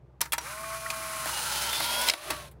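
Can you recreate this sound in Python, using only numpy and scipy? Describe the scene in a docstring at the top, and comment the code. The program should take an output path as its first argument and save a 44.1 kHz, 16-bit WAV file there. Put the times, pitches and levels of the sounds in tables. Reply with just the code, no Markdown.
"""An instant camera's motor and plastic gears eject a print, over a desk in a small room.
The shutter snaps, an impact that excites the modes of the case. The gears spin up, rattling and whining
at multiples of the shaft speed. Rollers squeeze the print out by friction until it snaps free; the gears
run on, a latch drops and they coast to rest. A low hum and faint room noise lie underneath."""
import sys
import numpy as np
from scipy import signal
from scipy.fft import rfft, irfft
from scipy.io import wavfile
from scipy.ndimage import uniform_filter1d, map_coordinates

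SR = 44100
rng = np.random.default_rng(int(sys.argv[2]) if len(sys.argv) > 2 else 0)


def generate_wav(sig):
    """Save sig (samples, or channels by samples) to the path in sys.argv[1] as 16-bit PCM at SR."""
    pcm = np.round(np.clip(np.atleast_2d(sig).T, -1, 1) * 32767).astype(np.int16)
    wavfile.write(sys.argv[1], SR, pcm)


N = 114660
T = np.arange(N) / SR
HZ = np.fft.rfftfreq(N, 1 / SR)


def amp(db):
    """Decibels to amplitude ratio."""
    return 10 ** (np.asarray(db) / 20)


def unit(x):
    """Normalisation to rms 1."""
    return x / np.sqrt(np.mean(x ** 2) + 1e-20)


def level(table, column):
    """Amplitude envelope from one dB column, silent outside the table's times."""
    rows = np.array(table)
    return amp(np.interp(T, rows[:, 0], rows[:, column], left=-200, right=-200))


def decay(t, t60):
    """Exponential damping: 60 dB down after t60 seconds."""
    return np.exp(-np.log(1000) * t / t60)


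def swell(middle, length):
    """A raised-cosine envelope."""
    return np.cos(np.pi * np.clip((T - middle) / length, -.5, .5)) ** 2


def colour(x, spectrum):
    """Spectral shaping over log frequency, rms 1."""
    hz, db = np.transpose(spectrum)
    gain = amp(np.interp(np.log(HZ + 1), np.log(hz + 1), db))
    return unit(irfft(rfft(x) * gain, N))


def keep_side(x, hz, kind):
    """A low-pass or high-pass filter."""
    return signal.sosfilt(signal.butter(3, hz, kind, fs=SR, output="sos"), x)


def drift(hz):
    """Random modulation: low-passed noise, rms 1."""
    return unit(irfft(rfft(rng.standard_normal(N)) / (1 + (HZ / hz) ** 4), N))


# Partials of the hum. Each row: frequency in Hz, level in dB.
HUM_PARTIALS = [(63, -57), (125.6, -64), (148, -64)]
# Spectrum of the room noise. Each row: frequency in Hz, relative density in dB.
AIR_SPECTRUM = [(20, -58), (45, -25.5), (90, -13.5), (150, -13.5), (270, -28.5), (350, -21.5), (950, -32),
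                (3000, -51.5), (16000, -71)]
# Hum and noise swell and dip together. Each row: time in seconds, gain in dB.
BACKGROUND_GAIN = [(0, -1), (1.2, 2.5), (1.9, 4), (2.1, -2), (2.17, -14), (2.32, 5), (2.6, 3)]

def background(waver_db=1.5, air_db=-58.5):
    """Amplitude and phase modulation make a low hum waver over faint room noise."""
    hum = np.zeros(N)
    for hz, db in HUM_PARTIALS:
        peak = np.sqrt(2) * amp(db + waver_db * drift(5.6))
        hum += peak * np.sin(2 * np.pi * hz * T + 0.3 * drift(8))
    air = amp(air_db) * colour(rng.standard_normal(N), AIR_SPECTRUM)
    return level(BACKGROUND_GAIN, 1) * (hum + air)


# Impacts of shutter, cams, print and latch. Each row: start in seconds, part struck,
# decay time (t60) in seconds, then a relative level in dB for each of five bands.
IMPACTS = [(0.2073, "case", 0.15, -40.5, -34.5, -32.5, -33, -31.5),
           (0.2143, "shutter", 0.028, -41, -28.5, -22.5, -25.5, -10.5),
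           (0.2555, "case", 0.075, -54, -40.5, -45, -46, -45),
           (0.3217, "cam", 0.069, -49, -36.5, -32, -31.5, -22.5),
           (0.3318, "lever", 0.071, -42.5, -26.5, -27, -30, -18.5),
           (0.381, "switch", 0.063, -40, -30.5, -31, -33, -27),
           (0.9023, "pawl", 0.05, -52.5, -34.5, -28.5, -30.5, -32),
           (1.2579, "case", 0.023, -30, -30, -33, -47, -26),
           (1.369, "case", 0.018, -41, -33, -45, -56, -50),
           (1.729, "case", 0.055, -41, -33.5, -28.5, -48, -25),
           (1.802, "case", 0.054, -31.5, -27.5, -29.5, -34, -27),
           (2.015, "case", 0.056, -36.5, -51, -28.5, -31, -26),
           (2.0867, "print", 0.02, -47.5, -47, -13.5, -17.5, -16),
           (2.098, "flap", 0.024, -38, -45.5, -10.5, -17, -21),
           (2.1005, "flap", 0.0098, -41, -45, -16.5, -25, -19),
           (2.1125, "case", 0.07, -42, -42.5, -35, -40.5, -53),
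           (2.1369, "case", 0.021, -32, -29.5, -21, -36, -28),
           (2.3033, "latch", 0.11, -34, -31, -26.5, -34, -26.5),
           (2.513, "case", 0.12, -65, -62, -63, -72, -51.5)]
# The edges of those bands in Hz, and each band's decay time as a multiple of the impact's.
BAND_EDGES_HZ = [450, 820, 1950, 4300, 8000, 17000]
BAND_DECAY_RATIOS = [0.41, 1.15, 0.7, 0.81, 0.4]
# Modes of the case and of each part. Each row: frequency in Hz, dB relative to its band, t60 in seconds.
CASE_MODES = [(319, -10, 0.23), (660, -1, 0.082), (936.2, -5, 0.17)]
PART_MODES = {"case": [], "shutter": [(914, -4, .12), (5260, 0, 0.044), (5930, 7, 0.023),
              (9030, -14, 0.034)], "cam": [(2090, 1, .06), (2766, 1.5, 0.099), (3300, 7.5, 0.081)],
              "lever": [(1317, -8, 0.12), (1766, -3.5, 0.076), (2370, 9, 0.031)],
              "switch": [(962, 4, 0.095), (2350, 0, 0.034), (3900, -1, 0.043), (5750, 1, 0.11)],
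              "pawl": [(2490, 5.5, 0.033), (4470, -1.5, 0.047)], "latch": [(1140, 4.5, 0.12)],
              "print": [(3150, -1.5, 0.027), (4050, 5, 0.019)], "flap": [(2260, -4, 0.027),
              (3420, -10.5, 0.023), (5160, 1.5, .018)]}

def snaps(rise_s=0.0013, contact_s=.00012, full_ring_s=.05, gain_db=-2):
    """Impact excitation: a hard contact and brief chatter, with the damped modes of part and case."""
    out, t = np.zeros(N), T[:SR // 4]
    filters = [signal.butter(4, band, "band", fs=SR, output="sos")
               for band in zip(BAND_EDGES_HZ, BAND_EDGES_HZ[1:])]
    for start, part, t60, *bands_db in IMPACTS:
        snap = np.zeros(len(t))
        chatter = rng.standard_normal(len(t)) * (1 - np.exp(-t / rise_s))
        chatter[round(contact_s * SR)] += 2 * amp(4)  # the contact impulse
        for sos, db, ratio in zip(filters, bands_db, BAND_DECAY_RATIOS):
            fall = decay(t, t60 * ratio)
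            burst = signal.sosfilt(sos, chatter * fall)
            snap += amp(db) * burst * np.linalg.norm(fall) / np.linalg.norm(burst)
        shortening = min(t60 / full_ring_s, 1)  # short impacts ring the case more briefly
        case = [(hz, db, mode_t60 * shortening) for hz, db, mode_t60 in CASE_MODES]
        for hz, db, mode_t60 in case + PART_MODES[part]:
            band_db = bands_db[np.searchsorted(BAND_EDGES_HZ[1:], hz)]
            snap += amp(band_db + db) * decay(t, mode_t60) * np.sin(2 * np.pi * hz * t)
        span = out[round(start * SR):][:len(snap)]
        span += amp(gain_db) * snap[:len(span)]
    return keep_side(out, 270, "high")


# Resonances of the housing. Each row: frequency in Hz, bandwidth in Hz, boost in dB at depth 1.
HOUSING_RESONANCES = [(598, 29, 5.5), (1340, 42, 2), (1566, 41, 3.5), (4010, 210, 1), (5320, 230, 3),
                      (6170, 220, 4), (9320, 460, 4), (10490, 1000, 6.5)]

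def housing(x, depth=1):
    """Resonance: the plastic housing acts as a minimum-phase filter, ringing after it is driven."""
    boost_db = sum(db / (1 + (2 * (HZ - hz) / width) ** 2) for hz, width, db in HOUSING_RESONANCES)
    log_gain = np.log(amp(depth * boost_db))
    mirrored = np.concatenate([log_gain, log_gain[-2:0:-1]])
    log_response = np.conj(signal.hilbert(mirrored))[:len(HZ)]
    return irfft(rfft(x) * np.exp(log_response), N)


# Speed of the motor. Each row: time in seconds, turns per second.
MOTOR_SPEED = [(.39, 125), (.46, 175), (.5, 202), (.54, 211), (.63, 218.5), (.75, 220), (.9, 218.3),
               (1.25, 213), (1.38, 205), (1.47, 216), (1.66, 221), (1.78, 226), (1.9, 233), (1.98, 235.5),
               (2.08, 246), (2.15, 190), (2.25, 213), (2.33, 206), (2.5, 183)]

def shaft_turns(inertia_s=0.048, waver=0.001226, waver_hz=21.5):
    """Rotation is the integral of speed, which inertia smooths and which wavers slightly."""
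    speed = uniform_filter1d(np.interp(T, *np.transpose(MOTOR_SPEED)), int(inertia_s * SR))
    return np.cumsum(speed * (1 + waver * drift(waver_hz))) / SR


def gear(turns, ratio, bumps_per_motor_turn=150):
    """Periodic roughness: a gear's uneven rim repeats with each revolution."""
    rim = rng.standard_normal(int(bumps_per_motor_turn * ratio))
    return map_coordinates(rim, [turns / ratio % 1 * len(rim)], order=3, mode="grid-wrap")


# Gear reductions. Each entry: motor turns per turn of one gear.
REDUCTIONS = [1.9, 3.1]

def contact_noise(turns, ticks_per_s=260, spread_db=11.5, crossover_hz=1800, flutter_db=0.97):
    """Rough contact: friction noise, gear rims and ticks of single teeth excite the housing."""
    ticks = (rng.random(N) < ticks_per_s / SR) * rng.choice([-1, 1], N)
    teeth = ticks * amp(spread_db * np.minimum(rng.exponential(1, N), 4))
    rims = sum(gear(turns, ratio) for ratio in REDUCTIONS)
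    mesh = unit(rng.standard_normal(N) + amp(-2) * rims)
    grind = keep_side(rng.standard_normal(N), crossover_hz, "low") + keep_side(mesh, crossover_hz, "high")
    return housing(grind + amp(-19) * unit(teeth)) * amp(flutter_db * drift(hz=44.6))


def whine(orders, turns, swell_db=2):
    """Shaft orders: tones at multiples of motor speed, broadened and modulated by bearing play; rms 1."""
    out = np.zeros(N)
    for multiple, db, width_hz in orders:
        play = np.cumsum(rng.standard_normal(N)) * np.sqrt(2 * np.pi * width_hz / SR)
        phase = 2 * np.pi * multiple * turns + uniform_filter1d(play, size=200)
        swing_db = swell_db * min(width_hz / 10, 1) * drift(hz=9)  # looser tones swing further
        out += amp(db) * unit(amp(swing_db)) * np.sin(phase)
    return unit(out)


# Gears turning without the print. Each row: time in seconds, rattle in dB, whine in dB.
FREE_LEVELS = [(.385, -76, -70), (.41, -43.5, -57), (.5, -41.5, -45.5), (.58, -43, -43.5),
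               (.75, -39, -38.5), (.79, -42, -43.5), (.86, -40, -41), (1.24, -36.5, -42), (1.3, -39, -46),
               (1.4, -56, -75)]
# Spectra of their rattle and rasp. Each row: frequency in Hz, relative density in dB.
FREE_SPECTRUM = [(110, -50), (200, -13.5), (330, -16), (480, -26), (650, -10.5), (800, -14.5), (1100, -2.5),
                 (1450, -7), (1650, -10.5), (2400, -9), (3200, -14), (7500, -15.5), (10500, -15),
                 (16000, -19)]
RASP_SPECTRUM = [(700, -45), (1200, -1), (1750, -8), (2300, -4.5), (3200, -41)]
# Their tones. Each row: multiple of motor speed, relative level in dB, linewidth in Hz.
FREE_TONES = [(3, -1, 0.37), (4, -11.5, 2.7), (5, 0, 1.05), (6, -12, 5.67), (7, -8, 6.9), (11, -11.5, 7.9)]

def free_gears(contact, turns, rasp_swing_db=5, rasp_fade_db_per_s=15.5):
    """Gear meshing without load: rattle, whine and an uneven rasp that eases as the gears reach speed."""
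    rattle = colour(contact, FREE_SPECTRUM)
    rasp = unit(colour(rng.standard_normal(N), RASP_SPECTRUM) * amp(rasp_swing_db * drift(hz=28)))
    easing = amp(-rasp_fade_db_per_s * (T - FREE_LEVELS[0][0]))
    tones = whine(FREE_TONES, turns)
    return level(FREE_LEVELS, 1) * (rattle + easing * rasp) + level(FREE_LEVELS, 2) * tones


# Plastic and print scraping past their guides.
# Each row: midpoint in seconds, length in seconds, frequency in Hz, bandwidth in Hz, level in dB.
GUIDE_SCRAPES = [(.865, 0.016, 1840, 400, -30), (0.863, .02, 1380, 200, -36.5),
                 (1.57, 0.16, 4460, 1510, -41.5), (1.83, 0.28, 4200, 1720, -37.5)]

def scrapes():
    """Sliding friction drives one resonance for a moment, giving a swell of band-limited noise."""
    out = np.zeros(N)
    for middle, length, hz, width, db in GUIDE_SCRAPES:
        band = irfft(rfft(rng.standard_normal(N)) / (1 + (2 * (HZ - hz) / width) ** 4), N)
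        out += amp(db) * swell(middle, length) * unit(band)
    return out


# Rollers squeezing the print. Each row: time in seconds, rubbing in dB, whine in dB.
ROLLER_LEVELS = [(1.23, -53, -82), (1.265, -39, -46.5), (1.4, -32.5, -43.5), (1.55, -30.5, -42.5),
                 (1.8, -31.5, -41.5), (1.95, -31, -35), (2.08, -28, -35), (2.1, -29.5, -39),
                 (2.115, -83, -63)]
# Spectra of the early and late rubbing. Each row: frequency in Hz, relative density in dB.
EARLY_SPECTRUM = [(110, -45), (200, -25), (370, -5.5), (480, -23), (620, -2.5), (750, -7), (920, 6),
                  (1130, -3), (1450, 5.5), (1900, -4.5), (3000, -1), (7000, -5.5), (12300, -10),
                  (16000, -5.5)]
LATE_SPECTRUM = [(110, -39), (220, -21.5), (450, -14.5), (750, -9), (930, -2), (1200, -12.5), (1450, -15),
                 (2000, -9), (3500, -8), (5000, -12), (7000, -17), (10000, -16), (16000, -17.5)]
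# Tones under load. Each row: multiple of motor speed, relative level in dB, linewidth in Hz.
ROLLER_TONES = [(0.99, -15.5, .5), (2.564, -8.5, 24), (3.968, -4.5, 35), (4.164, -2, 47), (6.075, -1.5, 14),
                (6.85, -13, 25)]

def rollers(contact, turns, crossfade_s=(1.48, 1.9)):
    """Friction under load: the drive whines and the rubbing changes spectrum as the print comes out."""
    late = np.interp(T, crossfade_s, [0, 1])
    rubbing = (1 - late) * colour(contact, EARLY_SPECTRUM) + late * colour(contact, LATE_SPECTRUM)
    return level(ROLLER_LEVELS, 1) * rubbing + level(ROLLER_LEVELS, 2) * whine(ROLLER_TONES, turns)


# Squeaks of the roller gears. Each row: midpoint in seconds, length in seconds,
# multiple of motor speed, linewidth in Hz, level in dB.
GEAR_SQUEAKS = [(1.365, 0.17, 14, 12, -40), (1.635, 0.39, 14, 13.8, -42.5), (1.755, 0.17, 15.7, 120, -38),
                (1.964, 0.39, 14, 18, -36.5), (2.02, 0.26, 22.4, 130, -44.5), (1.43, 0.32, 42.5, 117, -44),
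                (2.1, 0.11, 42, 100, -50), (3.7, 0.44, 56, 380, -40), (1.84, .15, 56, 150, -48)]

def squeaks(turns):
    """High shaft orders: meshing teeth sing in bursts, at a pitch that follows the motor."""
    return sum(amp(db) * swell(middle, length) * whine([(multiple, 0, width)], turns)
               for middle, length, multiple, width, db in GEAR_SQUEAKS)


# Gears running on after the print is free. Each row: time in seconds, rattle in dB, whine in dB.
COAST_LEVELS = [(2.09, -66, -80), (2.11, -38.5, -66), (2.175, -47, -47), (2.23, -43.5, -63),
                (2.29, -38, -45), (2.35, -40.5, -44.5), (2.41, -44.5, -52.5), (2.48, -50.5, -57.5),
                (2.53, -82, -77)]
# Spectrum of their rattle. Each row: frequency in Hz, relative density in dB.
COAST_SPECTRUM = [(110, -39), (200, -29), (370, -8.5), (480, -27), (620, -1.5), (800, -10.5), (1200, -9),
                  (1600, -10), (3200, -12), (7000, -22), (10500, -20.5), (16000, -24)]
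# Their tones. Each row: multiple of motor speed, relative level in dB, linewidth in Hz.
COAST_TONES = [(3, -1, 5.3), (5.7, -1.5, 31.2)]

def coasting_gears(contact, turns):
    """Gear meshing with the load released: rattle and whine run on, then die away."""
    rattle = colour(contact, COAST_SPECTRUM)
    return level(COAST_LEVELS, 1) * rattle + level(COAST_LEVELS, 2) * whine(COAST_TONES, turns)


# The falling tone of the slowing drive. Each row: time in seconds, frequency in Hz, level in dB.
FALLING_TONE = [(2.24, 520, -76), (2.3, 372, -43.5), (2.33, 278, -49), (2.4, 148, -84)]

def wind_down(jitter=0.02985):
    """Frequency glide: one gear tone sinks unsteadily as the drive loses speed."""
    times, pitch_hz, _ = np.transpose(FALLING_TONE)
    hz = np.interp(T, times, pitch_hz) * (1 + jitter * drift(hz=58.4))
    return level(FALLING_TONE, 2) * np.sqrt(2) * np.sin(2 * np.pi * np.cumsum(hz) / SR)


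def reverberation(x, t60):
    """Diffuse reflections: convolution with a decaying noise tail of energy 1."""
    t = T[:SR // 3]
    tail = rng.standard_normal(len(t)) * decay(t, t60) * (1 - np.exp(-t * 1000))
    return signal.fftconvolve(x, tail / np.linalg.norm(tail))[:N]


def scene():
    """Superposition of the nearby camera, a short room tail and the hum, alike in both channels."""
    impacts = housing(snaps(), depth=0.58)
    turns = shaft_turns()
    contact = contact_noise(turns)
    drive = free_gears(contact, turns) + rollers(contact, turns) + coasting_gears(contact, turns)
    camera = impacts + drive + squeaks(turns) + scrapes() + wind_down()
    mono = camera + amp(-19.5) * reverberation(camera, t60=0.22) + background()
    return np.array([mono, mono])


def record(dry, ceiling=0.36, rumble_hz=38, top_hz=15850):
    """Soft saturation rounds the sharpest snaps; filters then limit the band at both ends."""
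    rounded = ceiling * np.tanh(dry / ceiling)
    no_rumble = signal.sosfilt(signal.butter(4, rumble_hz, "high", fs=SR, output="sos"), rounded)
    low_pass = signal.firwin(255, top_hz, window=("kaiser", 8), fs=SR)
    return signal.oaconvolve(no_rumble, low_pass[None], "same")


dry = scene()
out = record(dry)
generate_wav(out)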